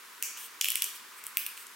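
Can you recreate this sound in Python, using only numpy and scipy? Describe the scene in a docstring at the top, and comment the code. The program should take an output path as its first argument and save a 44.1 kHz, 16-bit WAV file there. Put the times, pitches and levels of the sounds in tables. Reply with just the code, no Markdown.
"""The plastic screw cap of a shaken fizzy bottle is eased open in a living room, over soft steady noise.
The cap sticks and slips on its thread: each slip is a dry snap that rings the cap, bounces off the table
and dies away in the room. One snap comes first, then a little hiss of gas and the rub of the hand.
A quick run of snaps follows. Between the turns the hand shifts its grip and more gas hisses out.
Two more clear snaps come near the end, then a few faint ticks and a last hiss."""
import sys
import numpy as np
from scipy import signal
from scipy.fft import rfft, irfft
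from scipy.io import wavfile

SR = 44100
rng = np.random.default_rng(int(sys.argv[2]) if len(sys.argv) > 2 else 0)


def unload_audio(sound):
    """Save the sound as a 16-bit wav file, at the path given as the first command line argument."""
    columns = np.transpose(np.atleast_2d(sound))
    # keep every value between -1 and 1, then stretch to whole-number steps
    steps = np.round(np.clip(columns, -1, 1) * 32767)
    wavfile.write(sys.argv[1], SR, steps.astype(np.int16))


N = 77175   # 1.75 seconds
SNAP_LEAD_S = .002   # each snap swells in this long before its peak


def cap_snaps(chatter, to_room):
    """Each slip makes the cap ring at two pitches, thuds faintly in the bottle and gives a bright crack."""
    # One row per slip. A fade is the time to drop by 60 dB; stereo_width runs from 0 to 1.
    # start_s, pitch_hz, ring_db, low_crack_db, mid_crack_db, high_crack_db, fade_s, stereo_width, room_db
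    slips = [(.2256, 2550, -33.5, -31.5, -33, -30.5, 0.013, 0.24, 4.5),
             (0.373, 2900, -44, -44, -58, -56, .03, 0, 4),
             (0.6116, 2920, -35, -28.5, -33, -34, 0.0049, 0, -6),
             (0.6136, 2960, -26, -27.5, -33.5, -34, 0.012, 0.18, 1.5),
             (0.6444, 2690, -26.5, -47, -31.5, -28, 0.011, 0.36, 1),
             (0.6567, 2860, -28.5, -52, -40, -41, 0.009, .5, -0.5),
             (0.6856, 2820, -26.5, -39, -30.5, -30.5, 0.014, 0.1, -1),
             (0.7037, 3080, -39.5, -38.5, -27, -29, 0.0089, 0.5, -4),
             (0.7192, 2870, -37, -48, -48, -29.5, 0.0063, 0.7, -6),
             (0.7563, 2530, -28, -39, -26.5, -29.5, 0.013, 0.3, -0.5),
             (0.771, 2650, -43.5, -43, -35, -41, .025, .4, -1),
             (.8215, 3030, -28.5, -30, -27.5, -26.5, 0.014, .7, -0.5),
             (0.8421, 2600, -39, -46, -27.5, -34, 0.017, 0.46, -2.5),
             (1.2397, 2470, -57, -50, -42.5, -43, 0.0068, 0.06, -6),
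             (1.2673, 3030, -50.5, -63, -37, -41, 0.0046, 0, -4),
             (1.3712, 2660, -27, -34.5, -27.5, -22, 0.012, 0.04, 1),
             (1.4643, 2700, -35.5, -42, -32.5, -32, 0.015, 0.28, -2.5),
             (1.5705, 2700, -55, -56, -49, -54, 0.022, 0.2, -1),
             (1.576, 2630, -43, -52, -48, -51, 0.019, 0, -4),
             (1.668, 2970, -56, -60.5, -45.5, -62, 0.014, 0.1, -2)]
    # The low, middle and high parts of the crack: low_hz, high_hz
    crack_bands = [(5200, 7600), (7500, 11370), (11700, 15500)]
    ring_width_hz, crack_boost_db = 793, 1
    snap_gain = np.sqrt(2 * .004 * SR)   # turns energy into a level over 4 ms in two channels
    out = np.zeros((2, N))
    for start_s, pitch_hz, ring_db, *crack_dbs, fade_s, width, room_db in slips:
        force = slip_force(fade_s, chatter * 0.57, width)
        ring = resonance(force, pitch_hz, ring_width_hz)
        ring = energy_one(resonance(ring, pitch_hz, 2 * ring_width_hz))
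        overtone = from_db(-17) * energy_one(resonance(force, pitch_hz=3860, width_hz=410))
        thud = from_db(-45) * energy_one(band(force, 25, 300))
        snap = from_db(ring_db) * (band(ring + overtone, 1610, 8000) + thud)
        for (low_hz, high_hz), crack_db in zip(crack_bands, crack_dbs):
            crack = band(slip_force(fade_s, chatter, width), low_hz, high_hz)
            snap += from_db(crack_db + crack_boost_db) * energy_one(crack)
        add(out, start_s - SNAP_LEAD_S, snap * snap_gain * from_db(room_db if to_room else 0))
    return out


def slip_force(fade_s, chatter, width):
    """One slip: a brief rise of noise, a sharp break, then a tiny rattle (chatter) that dies fast."""
    rise_s = 0.0024   # time to rise by 60 dB
    break_at = int(SNAP_LEAD_S * SR)
    t = (np.arange(SR // 40) - break_at) / SR
    mid, side = rng.standard_normal((2, len(t)))
    loudness = from_db(60 * np.where(t < 0, t / rise_s, -t / fade_s))
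    force = chatter * left_right(mid, width * side) * loudness
    force[:, break_at] = 2
    return force * rng.choice([-1, 1])


def gas_hiss():
    """Gas squeezes through the thread in short hisses as the seal opens, holds and closes."""
    # Spurts of gas: start_s, length_s, level_db
    spurts = [(0.362, 0.1, -43), (.935, 0.029, -45.5), (1.156, 0.039, -51), (1.237, .04, -47.5),
              (1.567, .063, -48.5)]
    # How strong the hiss is from low to high: frequency_hz, level_db
    tone = [(700, -27.5), (1100, -9), (2000, -17), (2900, 3.5), (4000, -5), (6500, -11), (8400, 6.5),
            (10000, 0.5), (15500, 2)]
    open_s, close_s = 0.018, 0.016
    t = np.arange(N) / SR
    flow = np.zeros(N)
    for start_s, length_s, level_db in spurts:
        opening = np.clip((t - start_s) / open_s, 0, 1)
        closing = np.exp(-np.maximum(t - start_s - length_s, 0) / close_s)
        flow += from_db(level_db) * opening * closing
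    return flow * stereo_noise(tone, likeness=1)


def hand_rub():
    """Soft rubbing swells and fades as the hand shifts its grip."""
    # Shifts of the grip: peak_s, length_s, level_db
    grips = [(0.393, 0.07, -53), (0.547, .04, -55.5), (0.96, .1, -57.5), (1.248, 0.18, -53.5)]
    # How strong the rubbing is from low to high: frequency_hz, level_db
    tone = [(100, -45), (300, -20), (750, -14), (1000, 7), (1600, 1.5), (2400, 3.5), (4000, -13),
            (12000, -23)]
    t = np.arange(N) / SR
    swells = sum(from_db(level_db) * np.exp(-2 * ((t - peak_s) / length_s) ** 2)
                 for peak_s, length_s, level_db in grips)
    return swells * stereo_noise(tone, likeness=0.74)


def near_echoes(sound):
    """The high part of the sound bounces off the table and other things close by."""
    # One row per bounce: delay_s, level_db
    echoes = [(.0081, -24.5), (.0094, -11.5)]
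    keep_highs = signal.butter(1, 4000, "high", fs=SR, output="sos")
    bright = signal.sosfilt(keep_highs, sound + 1e-18)
    out = np.zeros((2, N))
    for delay_s, level_db in echoes:
        add(out, delay_s, from_db(level_db) * bright)
    return out


def room_tail(sound):
    """Many echoes from the room blur into a tail that builds quickly; its highest part dies first."""
    # The room's tail from low to high: frequency_hz, level_db, fade_s (time to drop by 60 dB)
    room = [(1200, 4.5, 1), (2760, -4.5, 0.51), (4640, -0.5, 0.88), (6430, -1, 0.48), (9100, -5.5, 0.44),
            (15000, -4.5, 0.32)]
    delay_s, build_s, likeness = 0.0014, 0.0081, 0.62
    t = np.arange(SR // 2) / SR
    hz = np.arange(len(t) // 2 + 1) * SR / len(t)
    mid, side = rng.standard_normal((2, len(t)))
    spectrum = rfft(left_right(np.sqrt((1 + likeness) / 2) * mid, np.sqrt((1 - likeness) / 2) * side))
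    build = 1 - np.exp(-np.maximum(t - delay_s, 0) / build_s)
    edges_hz = np.geomspace(600, 18000, 15)
    tail = 0
    for low_hz, high_hz in zip(edges_hz, edges_hz[1:]):
        centre_hz = np.sqrt(low_hz * high_hz)
        fade_s = at_hz(room, centre_hz, column=2)
        loudness = energy_one(build * from_db(-60 * t / fade_s))
        noise = irfft(spectrum * ((hz >= low_hz) & (hz < high_hz)), len(t))
        tail = tail + from_db(at_hz(room, centre_hz)) * loudness * noise
    return signal.fftconvolve(sound[None], tail, axes=1)[:, :N]


def room_noise():
    """The soft, steady noise of the living room."""
    # How strong the noise is from low to high: frequency_hz, level_db
    tone = [(30, -46), (70, -31.5), (130, -25), (230, -14), (320, -12.5), (410, -7.5), (540, -14.5),
            (760, -15), (980, -1), (1500, -0.5), (2200, -4), (3500, -8), (6000, -10.5), (10000, -11),
            (15500, -14)]
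    # How alike left and right are: frequency_hz, likeness (0 to 1)
    likeness = [(60, 0.98), (250, 0.87), (600, 0.7), (4000, 0.46), (12000, 0.71)]
    return from_db(-49.5) * stereo_noise(tone, likeness)


def stereo_noise(tone, likeness):
    """Noise with the given tone and an average power of 1; likeness 1 makes left and right the same."""
    hz = np.arange(N // 2 + 1) * SR / N
    mid, side = rfft(rng.standard_normal((2, N)))
    alike = at_hz(likeness, hz) if np.ndim(likeness) else likeness
    spectrum = left_right(np.sqrt(1 + alike) * mid, np.sqrt(1 - alike) * side)
    noise = irfft(spectrum * from_db(at_hz(tone, hz)), N)
    return noise / np.sqrt(np.mean(noise ** 2) + 1e-20)


def resonance(x, pitch_hz, width_hz):
    """Ring at one pitch; the larger the width, the sooner the ring dies."""
    decay = np.exp(-np.pi * width_hz / SR)
    feedback = [1, -2 * decay * np.cos(2 * np.pi * pitch_hz / SR), decay * decay]
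    return signal.lfilter([1, 0, -1], feedback, x)


def band(x, low_hz, high_hz):
    """Keep the part of a sound between two frequencies."""
    return signal.sosfilt(signal.butter(2, [low_hz, high_hz], "band", fs=SR, output="sos"), x)


def at_hz(table, hz, column=1):
    """Look up a frequency in a table, sliding between rows on a scale of octaves."""
    table = np.array(table)
    return np.interp(np.log(np.maximum(hz, 1)), np.log(table[:, 0]), table[:, column])


def left_right(mid, side):
    """Make two channels: both share mid, and side sets them apart."""
    return np.array([mid + side, mid - side])


def from_db(db):
    """Turn decibels into a number to multiply by."""
    return 10 ** (np.asarray(db) / 20)


def energy_one(x):
    """Scale a sound so that its total energy is 1."""
    return x / np.sqrt(np.sum(x ** 2) + 1e-20)


def add(out, start_s, x):
    """Mix x into out, beginning at start_s."""
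    i = int(start_s * SR)
    out[:, i:i + x.shape[1]] += x[:, :N - i]


def scene():
    """Cap, gas and hand are straight ahead, with the room all around."""
    direct = cap_snaps(chatter=0.32, to_room=False)
    outward = cap_snaps(chatter=0.2, to_room=True)   # the room gets mostly the clean break
    echoes = near_echoes(outward) + room_tail(outward.mean(axis=0))
    return direct + echoes + gas_hiss() + hand_rub() + room_noise()


def record(dry):
    """Cut away the very highest sounds steeply."""
    cutoff_hz = 16100
    return signal.sosfilt(signal.ellip(10, .2, 70, cutoff_hz, fs=SR, output="sos"), dry)


dry = scene()
out = record(dry)
unload_audio(out)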